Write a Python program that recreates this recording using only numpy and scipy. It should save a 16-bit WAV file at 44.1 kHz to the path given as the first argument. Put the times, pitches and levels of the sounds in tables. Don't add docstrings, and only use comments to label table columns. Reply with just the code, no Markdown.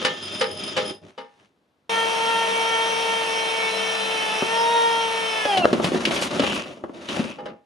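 import sys
import numpy as np
from scipy import signal
from scipy.fft import rfft, irfft, next_fast_len
from scipy.io import wavfile

SR = 44100
rng = np.random.default_rng(int(sys.argv[2]) if len(sys.argv) > 2 else 0)


def inscribe(sig):
    pcm = np.round(np.clip(np.atleast_2d(sig).T, -1, 1) * 32767)
    wavfile.write(sys.argv[1], SR, pcm.astype(np.int16))


N = 337365
TIME = np.arange(N) / SR

# (time [s], speed [Hz])
SHAFT_SPEED = [(1.9, 455.4), (2.14, 453.4), (2.32, 456.2), (2.73, 454.4), (2.95, 453.8), (3.12, 454.3),
               (3.3, 450.8), (4.14, 445.3), (4.33, 434.1), (4.56, 457.8), (4.71, 467.1), (4.86, 462.7),
               (5.05, 454.3), (5.22, 452), (5.44, 431.8), (5.5, 411.7), (5.56, 379), (5.68, 326)]
# (shaft multiple, level [dB], lift in a full stroke [dB])
MAIN_ORDERS = [(1, -34, -1), (2, -22, 3), (3, -42.5, 17.5), (4, -37.5, 10), (7, -51, 9.5), (8, -43.5, 0),
               (12, -44, -6)]
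# (shaft multiple, level [dB])
WEAK_ORDERS = [(5, -7.5), (6, -10), (9, -17.5), (11, -26), (13, -19), (19, -26.5)]
# (frequency [Hz], half width [Hz], gain [dB])
WHINE_RESPONSE = [(428, 14.6, -7.5), (468.8, 13.8, 5), (889, 22.1, -14.5), (927, 5.3, 2.5), (2750, 41, 14),
                  (3113, 308, 16), (3737, 51, 8), (4840, 400, -8)]
# (frequency [Hz], pan left [dB], left phase lead [rad])
WHINE_IMAGE = [(450, 8, .1), (900, 0, .7), (1370, 4, -.7), (1820, 0, 1.5), (2270, 0, -.6), (3150, -.5, -.3),
               (6000, 0, 0)]
# (centre [s], half length [s], strength [0-1])
PAD_STROKES = [(1.99, 0.065, 0.7), (2.33, 0.14, 0.63), (2.73, 0.13, 0.67), (3.12, 0.038, 0.44),
               (4.54, 0.05, 0.44), (4.91, 0.18, 0.46), (5.36, 0.037, 0.24)]
# (centre [s], half length [s], shaft multiple, gain [dB])
FLARES = [(2.334, 0.047, 5, -18), (2.33, .08, 7, 2), (2.75, 0.66, 13, 3), (2.966, 0.081, 4, -8),
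          (3.347, 0.16, 3, -6.5), (3.6, 0.3, 5, 4.5), (3.898, 0.07, 2, -12), (3.98, 0.38, 9, 10),
          (4.254, .12, 6, 6.5), (4.403, .14, 5, 1.5), (4.413, 0.055, 4, -6), (4.6, 0.046, 11, 16),
          (4.71, .16, 5, -13), (4.72, 0.075, 4, 4), (4.9, .07, 11, 16), (5.332, 0.024, 12, 7),
          (5.436, 0.032, 2, -25), (5.446, .06, 4, 8), (5.5, 0.037, 8, 2), (5.58, 0.055, 11, 20)]
# (time [s], level [dB])
RUSH_FADER = [(1.9, -38), (3.3, -38.5), (4.4, -38.5), (5.0, -39.5), (5.55, -39.5), (5.64, -54.5),
              (5.76, -55.5)]
# (frequency [Hz], width [Hz], gain [dB])
SHELL_PEAKS = [(196.8, 9.7, 16), (653.4, 10, 11), (746, 14, 4.5), (2497, 30, 5), (2665, 73, 3.5),
               (3000, 900, 7), (9000, 1800, 4.5)]

# (start [s], length [s], scrape [dB], drag [dB])
PUSHES = [(-0.04, 0.17, -34, -36.5), (.13, 0.12, -37, -41), (.24, 0.16, -34.5, -38.5),
          (.42, 0.18, -41, -39.5), (.56, 0.16, -34.5, -37), (.72, .19, -34.5, -33.5)]
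SCUFFS = [(1.011, 0.025, -50.5, -38), (1.059, 0.029, -50, -47), (1.113, 0.287, -66, -77),
          (1.363, 0.092, -61.5, -61)]
# (start [s], length [s], level [dB])
SQUEALS = [(.025, 0.047, -42), (.13, 0.15, -47), (.22, 0.2, -39), (.37, 0.1, -41), (.505, 0.031, -37.5),
           (.567, 0.03, -37.5), (.63, 0.07, -36.5), (.72, 0.13, -46), (.85, 0.05, -33), (1.18, 0.032, -64)]
# (frequency [Hz], width [Hz], level [dB])
SQUEAL_PARTIALS = [(5056, 36, 6.5), (9010, 80, -9.5), (10080, 81, -4), (10760, 60, -17), (13080, 80, -28)]
# (frequency [Hz], width [Hz], gain [dB])
DRAG_PEAKS = [(97.2, 8.3, 22), (392, 22, 5.5), (614, 10.8, 12.5), (1270, 29, 13), (3220, 89, 9),
              (3580, 48, 13.5)]
RIM_PEAKS = [(1130, 44, 18.5), (1800, 600, 3), (2520, 800, 7.5)]
# (time [s], level [dB], treble [dB], attack [s], t60 [s], ring [dB], pitch the struck spot favours [Hz])
KNOCKS = [(0.015, -21.5, 0, 0.0015, 0.17, -34, 3230), (0.0485, -11, 4, 0.00057, 0.15, -13, 1785),
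          (0.409, -9, -2, 0.0017, 0.17, -12.5, 454), (0.764, -15.5, 2.5, 0.0034, 0.23, -14.5, 600),
          (0.774, -8.5, -8, 0.0025, 0.086, -15, 600), (1.177, -24.5, -9.5, 0.0026, 0.25, -7, 920),
          (6.394, -12, 1, 0.00085, 0.075, -20, 1310), (7.385, -26, -22, .001, 0.18, -5.5, 820),
          (7.456, -18, -17, 0.0017, 0.18, -14, 610)]
# (frequency [Hz], level [dB], t60 [s])
WHEEL_MODES = [(454, -6, 0.5), (512, 5, 0.18), (610, -4, 0.18), (820, -6, 0.4), (927, -7.5, 0.25),
               (1215, -3, 0.23), (1310, -8, 0.23), (1680, -12.5, 0.32), (1785, -7, 0.37), (2120, -5, 0.26),
               (2970, 3, 0.22), (3350, -9, .13), (3750, -8, 0.17), (4760, -1.5, 0.1), (5100, -13, 0.3)]
# (time [s], thump [dB], pitch [Hz], clack [dB], crack [dB], t60 [s])
THUDS = [(4.423, -19.5, 373, -20, -52, 0.066), (5.453, -14.5, 576, -36, -29, 0.046),
         (5.572, -23, 753, -32, -22, 0.099), (5.644, -12, 544, -24, -32, 0.037),
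         (5.654, 3.5, 533, -19, -18.5, 0.0093), (5.705, -25, 702, -31, -43, 0.026),
         (5.7292, -10, 353, -19, -26, 0.075), (5.798, -20, 359, -17, -40, 0.085),
         (5.843, -17.5, 177, -18, -21, 0.063), (5.862, -28, 600, -26, -32, 0.041),
         (5.918, -22, 333, -25, -38, 0.1), (5.945, -15.5, 354, -31, -34, 0.045),
         (5.956, -24, 360, -42, -51, 0.07), (6.052, -24, 246, -33, -16, 0.05),
         (6.072, -18.5, 342, -41, -29, 0.11), (6.109, -22.5, 626, -26, -27.5, 0.09),
         (6.162, -34, 398, -35, -26, 0.13), (6.222, -31, 630, -22, -26, 0.077),
         (6.395, -17, 280, -16, -37, 0.14), (6.436, -26, 543, -18, -28.5, 0.085),
         (6.77, -48, 300, -38, -57, .03), (6.838, -22, 348, -25, -52.5, 0.06),
         (6.894, -29, 300, -34, -61, 0.041), (7.087, -31, 290, -41, -31, 0.14),
         (7.17, -28, 200, -24, -42, 0.03), (7.193, -17.5, 225, -50, -56, 0.11),
         (7.206, -23.5, 272, -48, -56, 0.056), (7.244, -27, 205, -33, -45, 0.075)]
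# (start [s], length [s], rustle [dB], rumble [dB])
MOVES = [(5.56, 0.23, -40, -26.5), (5.81, 0.077, -32.5, -27.5), (5.92, 0.053, -34.5, -24.5),
         (5.99, 0.16, -36, -31), (6.105, 0.089, -32, -28.5), (6.2, 0.068, -32, -30.5),
         (6.3, 0.083, -33.5, -25.5), (6.41, 0.065, -28, -27.5), (6.48, 0.11, -31, -29),
         (6.64, 0.075, -46, -36), (6.76, 0.21, -62.5, -45), (6.93, 0.066, -50.5, -39),
         (7.0, 0.13, -45.5, -41.5), (7.08, 0.12, -34, -30.5), (7.22, 0.095, -42, -37.5),
         (7.36, 0.15, -62, -40)]
# (time [s], share of scrape in the rustle [0-1], pitch [Hz])
RIM_CONTACT = [(6.36, 0.01, 3100), (6.44, 0.65, 3050), (6.6, 0.7, 2750), (6.72, 0.3, 2750),
               (7.05, 0.02, 3200), (7.1, 0.7, 3150), (7.17, 0, 2900), (7.33, 0.8, 2450)]
# (start [s], length [s], level [dB])
CRINKLES = [(5.83, 0.0076, -31.5), (6.13, 0.019, -33.5), (6.205, 0.025, -29), (6.53, 0.012, -36)]

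# (frequency [Hz], level [dB])
RUSH_EQ = [(29, -65), (50, -32), (189, -21), (326, -16), (499, -9), (950, -10.5), (1560, -15.5),
           (2760, -16.5), (4500, -21), (6030, -20.5), (7640, -31.5), (10500, -26), (11800, -38.5),
           (14500, -71)]
RASP_EQ = [(2150, -61), (2500, -1), (2580, 5), (2700, -1), (3000, -54)]
SCRAPE_EQ = [(400, -28.5), (700, -7.5), (2150, -8), (3000, 0), (3650, -5), (4200, -11), (5200, -12.5),
             (6700, -12.5), (7600, -21.5), (8400, -39), (10500, -21.5), (12000, -69)]
DRAG_EQ = [(24, -78), (40, -27), (97, -17.5), (205, 2), (227, -2.5), (401, -1), (476, -9), (606, -4.5),
           (1200, -25.5), (1560, -60), (2640, -120)]
KNOCK_EQ = [(47, -44), (90, -31), (200, -7), (348, -12.5), (510, -1), (700, -16.5), (850, -10.5),
            (1450, -9.5), (2370, -12), (2930, -9), (5200, -14), (7000, -23), (10100, -27.5), (13000, -58)]
THUD_EQ = [(50, -46), (100, -8.5), (170, 6), (300, 2), (650, -9), (1100, -8.5), (2000, -9.5), (4000, -75)]
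CLACK_EQ = [(250, -33), (520, 10.5), (680, 3), (860, -4), (1120, -1), (1600, -13), (2600, -32.5),
            (5000, -50)]
CRACK_EQ = [(600, -48), (1500, -0.5), (3000, 9), (5000, -1.5), (7500, -12), (10500, -14.5), (14000, -39)]
RUSTLE_EQ = [(530, -1), (900, 6), (1400, 4), (1850, 1.5), (3000, 2), (3550, 1), (4590, -6), (6200, -6.5),
             (7740, -15), (10000, -14), (11600, -25), (12600, -46), (14500, -69)]
RUMBLE_EQ = [(30, -50), (70, -13), (120, -9), (224, 5), (294, 0), (363, 4.5), (430, -5.5), (617, 2.5),
             (760, -11), (1400, -15), (2000, -63)]
CRINKLE_EQ = [(1500, -31), (4200, 3.5), (6500, -2.5), (10500, -5), (12000, -14), (14500, -41)]
ROOM_TONE_EQ = [(18, -45), (30, -15.5), (246, -2), (954, -13), (2130, -21), (3690, -22), (8030, -35),
                (12000, -36.5), (15600, -62.5)]

# (frequency [Hz], left-right likeness, pan left [dB])
TOOL_IMAGE = [(60, -0.87, 2.5), (207, 0.12, -2.5), (510, 0.7, 4), (1330, -0.37, 5.5), (2390, -0.081, -1.5),
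              (4170, 0.81, -1), (7860, 0.93, 0.5)]
NEAR_IMAGE = [(40, .5, 3), (130, 0.96, -1.5), (300, 0.82, -1), (600, 0.82, 2), (1300, 0.24, 3.5),
              (2500, 0.21, 1.5), (5000, 0.95, -1), (10000, 0.86, 0.5)]
# (frequency [Hz], t60 [s])
ROOM_T60 = [(100, 0.36), (500, 0.33), (3000, 0.19), (12000, 0.056)]

TOOL_ON_S = 1.893


def rotary_tool(light_touch_hz=459, full_sag_hz=14, fan_throb=0.26):
    speed_hz, = in_time(SHAFT_SPEED)
    rush_db, = in_time(RUSH_FADER)
    load = np.clip((light_touch_hz - speed_hz) / full_sag_hz, 0, 1)
    coasting = ramp(5.38, 0.22)
    chatter = 0.0016 + 0.0026 * load + 0.012 * coasting
    unsteady_hz = speed_hz * (1 + 0.001495 * wander(16.6) + chatter * wander(171))
    angle = 2 * np.pi * np.cumsum(unsteady_hz) / SR
    whine = motor_whine(angle, speed_hz, rush_db, coasting) * fade_out(5.645, 0.026)
    rush = noise(RUSH_EQ, TOOL_IMAGE, SHELL_PEAKS, grain_db=1, drive=1 + fan_throb * np.cos(angle))
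    rush *= amp(rush_db + 9) * fade_out(5.77, 0.26)
    rasp = amp(-38) * load * fade_out(5.45, 0.042) * noise(RASP_EQ, TOOL_IMAGE, grain_db=3.5)
    return ramp(TOOL_ON_S, 0.0031) * (whine + rush + rasp)


def motor_whine(angle, speed_hz, rush_db, coasting, rattle_depth=0.61):
    stroke = bumps(PAD_STROKES, TIME)
    orders = [(k, db + lift_db * stroke + bumps(WHINE_RESPONSE, k * speed_hz), 0.213 * k)
              for k, db, lift_db in MAIN_ORDERS]
    orders += [(k, db + rush_db + 8, 2.5) for k, db in WEAK_ORDERS]
    whine = 0
    for multiple, level_db, swell_db in orders:
        flare_db = bumps([(s, half, db) for s, half, k, db in FLARES if k == multiple], TIME)
        rattle = 1 + rattle_depth * coasting * np.tanh(wander(120))
        tone = shaft_order(angle + rng.uniform(0, 2 * np.pi), multiple, speed_hz, swell_db)
        whine += amp(level_db + flare_db) * rattle * tone
    return whine


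def shaft_order(angle, multiple, speed_hz, swell_db):
    pan_db, lead = at_hz(WHINE_IMAGE, multiple * np.median(speed_hz))
    flutter = min(0.06 + 0.018 * multiple, 0.4)
    level = (1 + flutter * wander(29)) * amp(swell_db * wander(6.4))
    spread = lead / 2 + 0.25 * wander(5)
    left = amp(pan_db / 2) * np.cos(multiple * angle + spread)
    right = amp(-pan_db / 2) * np.cos(multiple * angle - spread)
    return np.sqrt(2) * level * np.array([left, right])


def wheel_slide():
    scraping, dragging = gestures(PUSHES + SCUFFS, attack_s=0.043, fall_db_per_s=305)
    sticking, = gestures(SQUEALS, attack_s=0.0084, fall_db_per_s=338)
    weight = fade_out(0.88, 0.22)
    scrape = weight * noise(SCRAPE_EQ, peaks=DRAG_PEAKS)
    scuff = (1 - weight) * noise(RUSTLE_EQ, grain_db=2.5)
    drag = noise(DRAG_EQ, peaks=DRAG_PEAKS)
    slide = scraping * (scrape + scuff) + dragging * drag + sticking * rim_squeal()
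    return slide * amp(wander(25) - 1) * fade_out(TOOL_ON_S, 0.003)


def rim_squeal(saturation=0.37, sputter_db_per_hz=0.0005):
    squeal = 0
    for hz, width, db in SQUEAL_PARTIALS:
        swing = wander(width / 2) + 1j * wander(width / 2)
        limited = swing / np.sqrt(abs(swing) ** 2 + saturation ** 2)
        sputter = unit(amp(sputter_db_per_hz * hz * np.tanh(wander(14))))
        squeal += amp(db) * sputter * (limited * np.exp(2j * np.pi * hz * TIME)).real
    stutter = amp(3.5 * wander(160))
    return unit(squeal * stutter)


def wheel_knocks(fizz_hz=5500, fizz_fall_db_per_s=350, spot_width_hz=100, spot_db=9, treble_hz=1100):
    out, t = np.zeros((2, N)), TIME[:SR * 3 // 4]
    clatter = noise(KNOCK_EQ, grain_db=2)
    for s, db, treble_db, attack_s, t60, ring_db, spot_hz in KNOCKS:
        burst = clatter[:, random_span(len(t))] * decay(t, t60)
        core = signal.filtfilt(*signal.butter(2, fizz_hz, fs=SR), burst)
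        fizz = (burst - core) * amp(-fizz_fall_db_per_s * t)
        ring = 0
        for hz, mode_db, mode_t60 in WHEEL_MODES:
            favour_db = bumps([(spot_hz, spot_width_hz, spot_db)], hz)
            phase = 2 * np.pi * (hz * t + rng.random()) + rng.normal(0, 0.5, (2, 1))
            ring += amp(mode_db + favour_db) * decay(t, mode_t60) * np.sin(phase)
        knock = attack(t, attack_s) * (amp(-9) * (core + fizz) + amp(ring_db - 6) * ring)
        dull = signal.lfilter(*signal.butter(2, treble_hz, fs=SR), knock)
        bright = -signal.lfilter(*signal.butter(2, treble_hz, "highpass", fs=SR), knock)
        add(out, s, amp(db) * (dull + amp(treble_db) * bright))
    return out


def cardboard_thuds(attack_s=0.00038, attack_cycles=0.24, clack_t60=0.05):
    out, t = np.zeros((2, N)), TIME[:SR // 3]
    body, clack = noise(THUD_EQ), noise(CLACK_EQ)
    crack = noise(CRACK_EQ, grain_db=1, ripple_db=2.5)
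    for s, thump_db, hz, clack_db, crack_db, t60 in THUDS:
        span = random_span(len(t))
        body_band = signal.butter(2, [0.46 * hz, 3.07 * hz], "bandpass", fs=SR)
        dull = amp(-2) * unit(signal.lfilter(*body_band, body[:, span]))
        note = amp([[4], [2]]) * np.sin(2 * np.pi * hz * t)
        thump = amp(thump_db) * (note + dull) * attack(t, attack_cycles / hz)
        blow = (thump + amp(crack_db + 2) * crack[:, span]) * decay(t, t60)
        panel = amp(clack_db) * clack[:, span] * decay(t, clack_t60)
        add(out, s, (blow + panel) * attack(t, attack_s))
    return out


def handling(ticks_per_s=90):
    rubbing, rumbling = gestures(MOVES, attack_s=0.017, fall_db_per_s=208.5)
    contact, sing_hz = in_time(RIM_CONTACT)
    arm = wander(2.9)
    cloth = amp(0.5) * sum(share * noise(RUSTLE_EQ, grain_db=1, ripple_db=8)
                           for share in (np.cos(arm), np.sin(arm)))
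    grit = noise(SCRAPE_EQ, peaks=RIM_PEAKS, grain_db=2.4)
    scrape = amp(1) * unit(grit + amp(5) * resonate(grit, sing_hz, width_hz=800))
    catches = np.convolve(rng.random(N) < ticks_per_s / SR, np.hanning(SR // 500), "same")
    ticks = amp(-7.5) * noise(RUSTLE_EQ, drive=catches)
    clumps = amp(wander(50))
    rub = np.sqrt(1 - contact) * cloth + np.sqrt(contact) * scrape + ticks
    return rubbing * clumps * rub + amp(-2) * rumbling * noise(RUMBLE_EQ)


def bag_crinkles():
    flurry, = gestures(CRINKLES, attack_s=0.019, fall_db_per_s=404.5)
    return flurry * noise(CRINKLE_EQ, grain_db=2.2)


def room_reverb(x, wet_db):
    hz, t, spectrum = signal.stft(rng.standard_normal((2, SR // 2)), SR, nperseg=256)
    t60, = at_hz(ROOM_T60, hz)
    _, tail = signal.istft(spectrum * decay(t, t60[:, None]) * (t > 0), SR, nperseg=256)
    return x + amp(wet_db) * signal.fftconvolve(x, tail / np.linalg.norm(tail[0]), axes=1)[:, :N]


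def room_tone():
    return amp(-69) * noise(ROOM_TONE_EQ)


def noise(eq, image=NEAR_IMAGE, peaks=(), grain_db=0, drive=1, ripple_db=0):
    size = next_fast_len(N, True)
    hz = np.fft.rfftfreq(size, 1 / SR)
    grain_sizes = np.minimum(rng.exponential(1, N // 32 + 1), 5)
    grains = amp(grain_db * np.repeat(grain_sizes, 32)[:N])
    mid, side = rfft(rng.standard_normal((2, N)) * grains * drive, size)
    knots_hz = np.arange(0, SR / 2, 45)
    ripple = np.interp(hz, knots_hz, np.tanh(rng.standard_normal(len(knots_hz))))
    gain = amp(at_hz(eq, hz)[0] + ripple_db * ripple * np.minimum(hz / 4000, 1))
    for centre, width, db in peaks:
        gain *= 1 + (amp(db) - 1) / (1 + (2 * (hz - centre) / width) ** 2)
    likeness, pan_db = at_hz(image, hz)
    likeness = np.clip(likeness, -0.6, 0.99)
    side *= np.sqrt((1 - likeness) / (1 + likeness))
    stereo = np.array([(mid + side) * amp(pan_db / 2), (mid - side) * amp(-pan_db / 2)])
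    out = irfft(gain * stereo, size)[:, :N]
    return out / np.std(out.mean(0))


def gestures(rows, attack_s, fall_db_per_s):
    power = 0
    for start, length, *db in rows:
        shape = ramp(start, attack_s) * amp(-fall_db_per_s * np.maximum(TIME - start - length, 0))
        power += (amp(db)[:, None] * shape) ** 2
    return np.sqrt(power)


def wander(rate_hz):
    s = TIME[::64]
    hz = np.fft.rfftfreq(len(s), s[1])
    slow = irfft(rfft(rng.standard_normal(len(s))) / (1 + (hz / rate_hz) ** 4), len(s))
    return np.interp(TIME, s, unit(slow))


def resonate(x, hz, width_hz):
    carrier = np.exp(2j * np.pi * np.cumsum(hz) / SR)
    pole = np.exp(-np.pi * width_hz / SR)
    return 2 * (carrier * signal.lfilter([1 - pole], [1, -pole], x / carrier)).real


def bumps(rows, x):
    return sum(height * np.exp(-np.minimum(((x - centre) / half) ** 2, 20)) for centre, half, height in rows)


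def at_hz(table, hz):
    f, *columns = np.transpose(table)
    return [np.interp(np.log(hz + 1), np.log(f + 1), c) for c in columns]


def in_time(table):
    s, *columns = np.transpose(table)
    return [np.interp(TIME, s, c) for c in columns]


def ramp(s, length):
    return np.clip((TIME - s) / length, 0, 1)


def fade_out(s, length):
    return 1 - ramp(s, length)


def attack(t, rise_s):
    return 1 - np.exp(-t / rise_s)


def decay(t, t60):
    return amp(-60 * t / t60)


def random_span(samples):
    return rng.integers(N - samples) + np.arange(samples)


def add(mix, s, sound):
    part = mix[:, round(s * SR):][:, :sound.shape[1]]
    part += sound[:, :part.shape[1]]


def amp(db):
    return 10 ** (np.asarray(db) / 20)


def unit(x):
    return x / np.sqrt(np.mean(x ** 2) + 1e-20)


def scene():
    impacts = room_reverb(wheel_knocks() + cardboard_thuds(), wet_db=-13)
    return rotary_tool() + wheel_slide() + impacts + handling() + bag_crinkles() + room_tone()


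def record(dry, low_cut_hz=55, high_cut_hz=14500):
    lean = signal.sosfilt(signal.butter(2, low_cut_hz, "highpass", fs=SR, output="sos"), dry)
    high_cut = signal.firwin(255, high_cut_hz, window=("kaiser", 9), fs=SR)
    return signal.oaconvolve(np.clip(lean, -1, 1), high_cut[None], "same")


dry = scene()
out = record(dry)
inscribe(out)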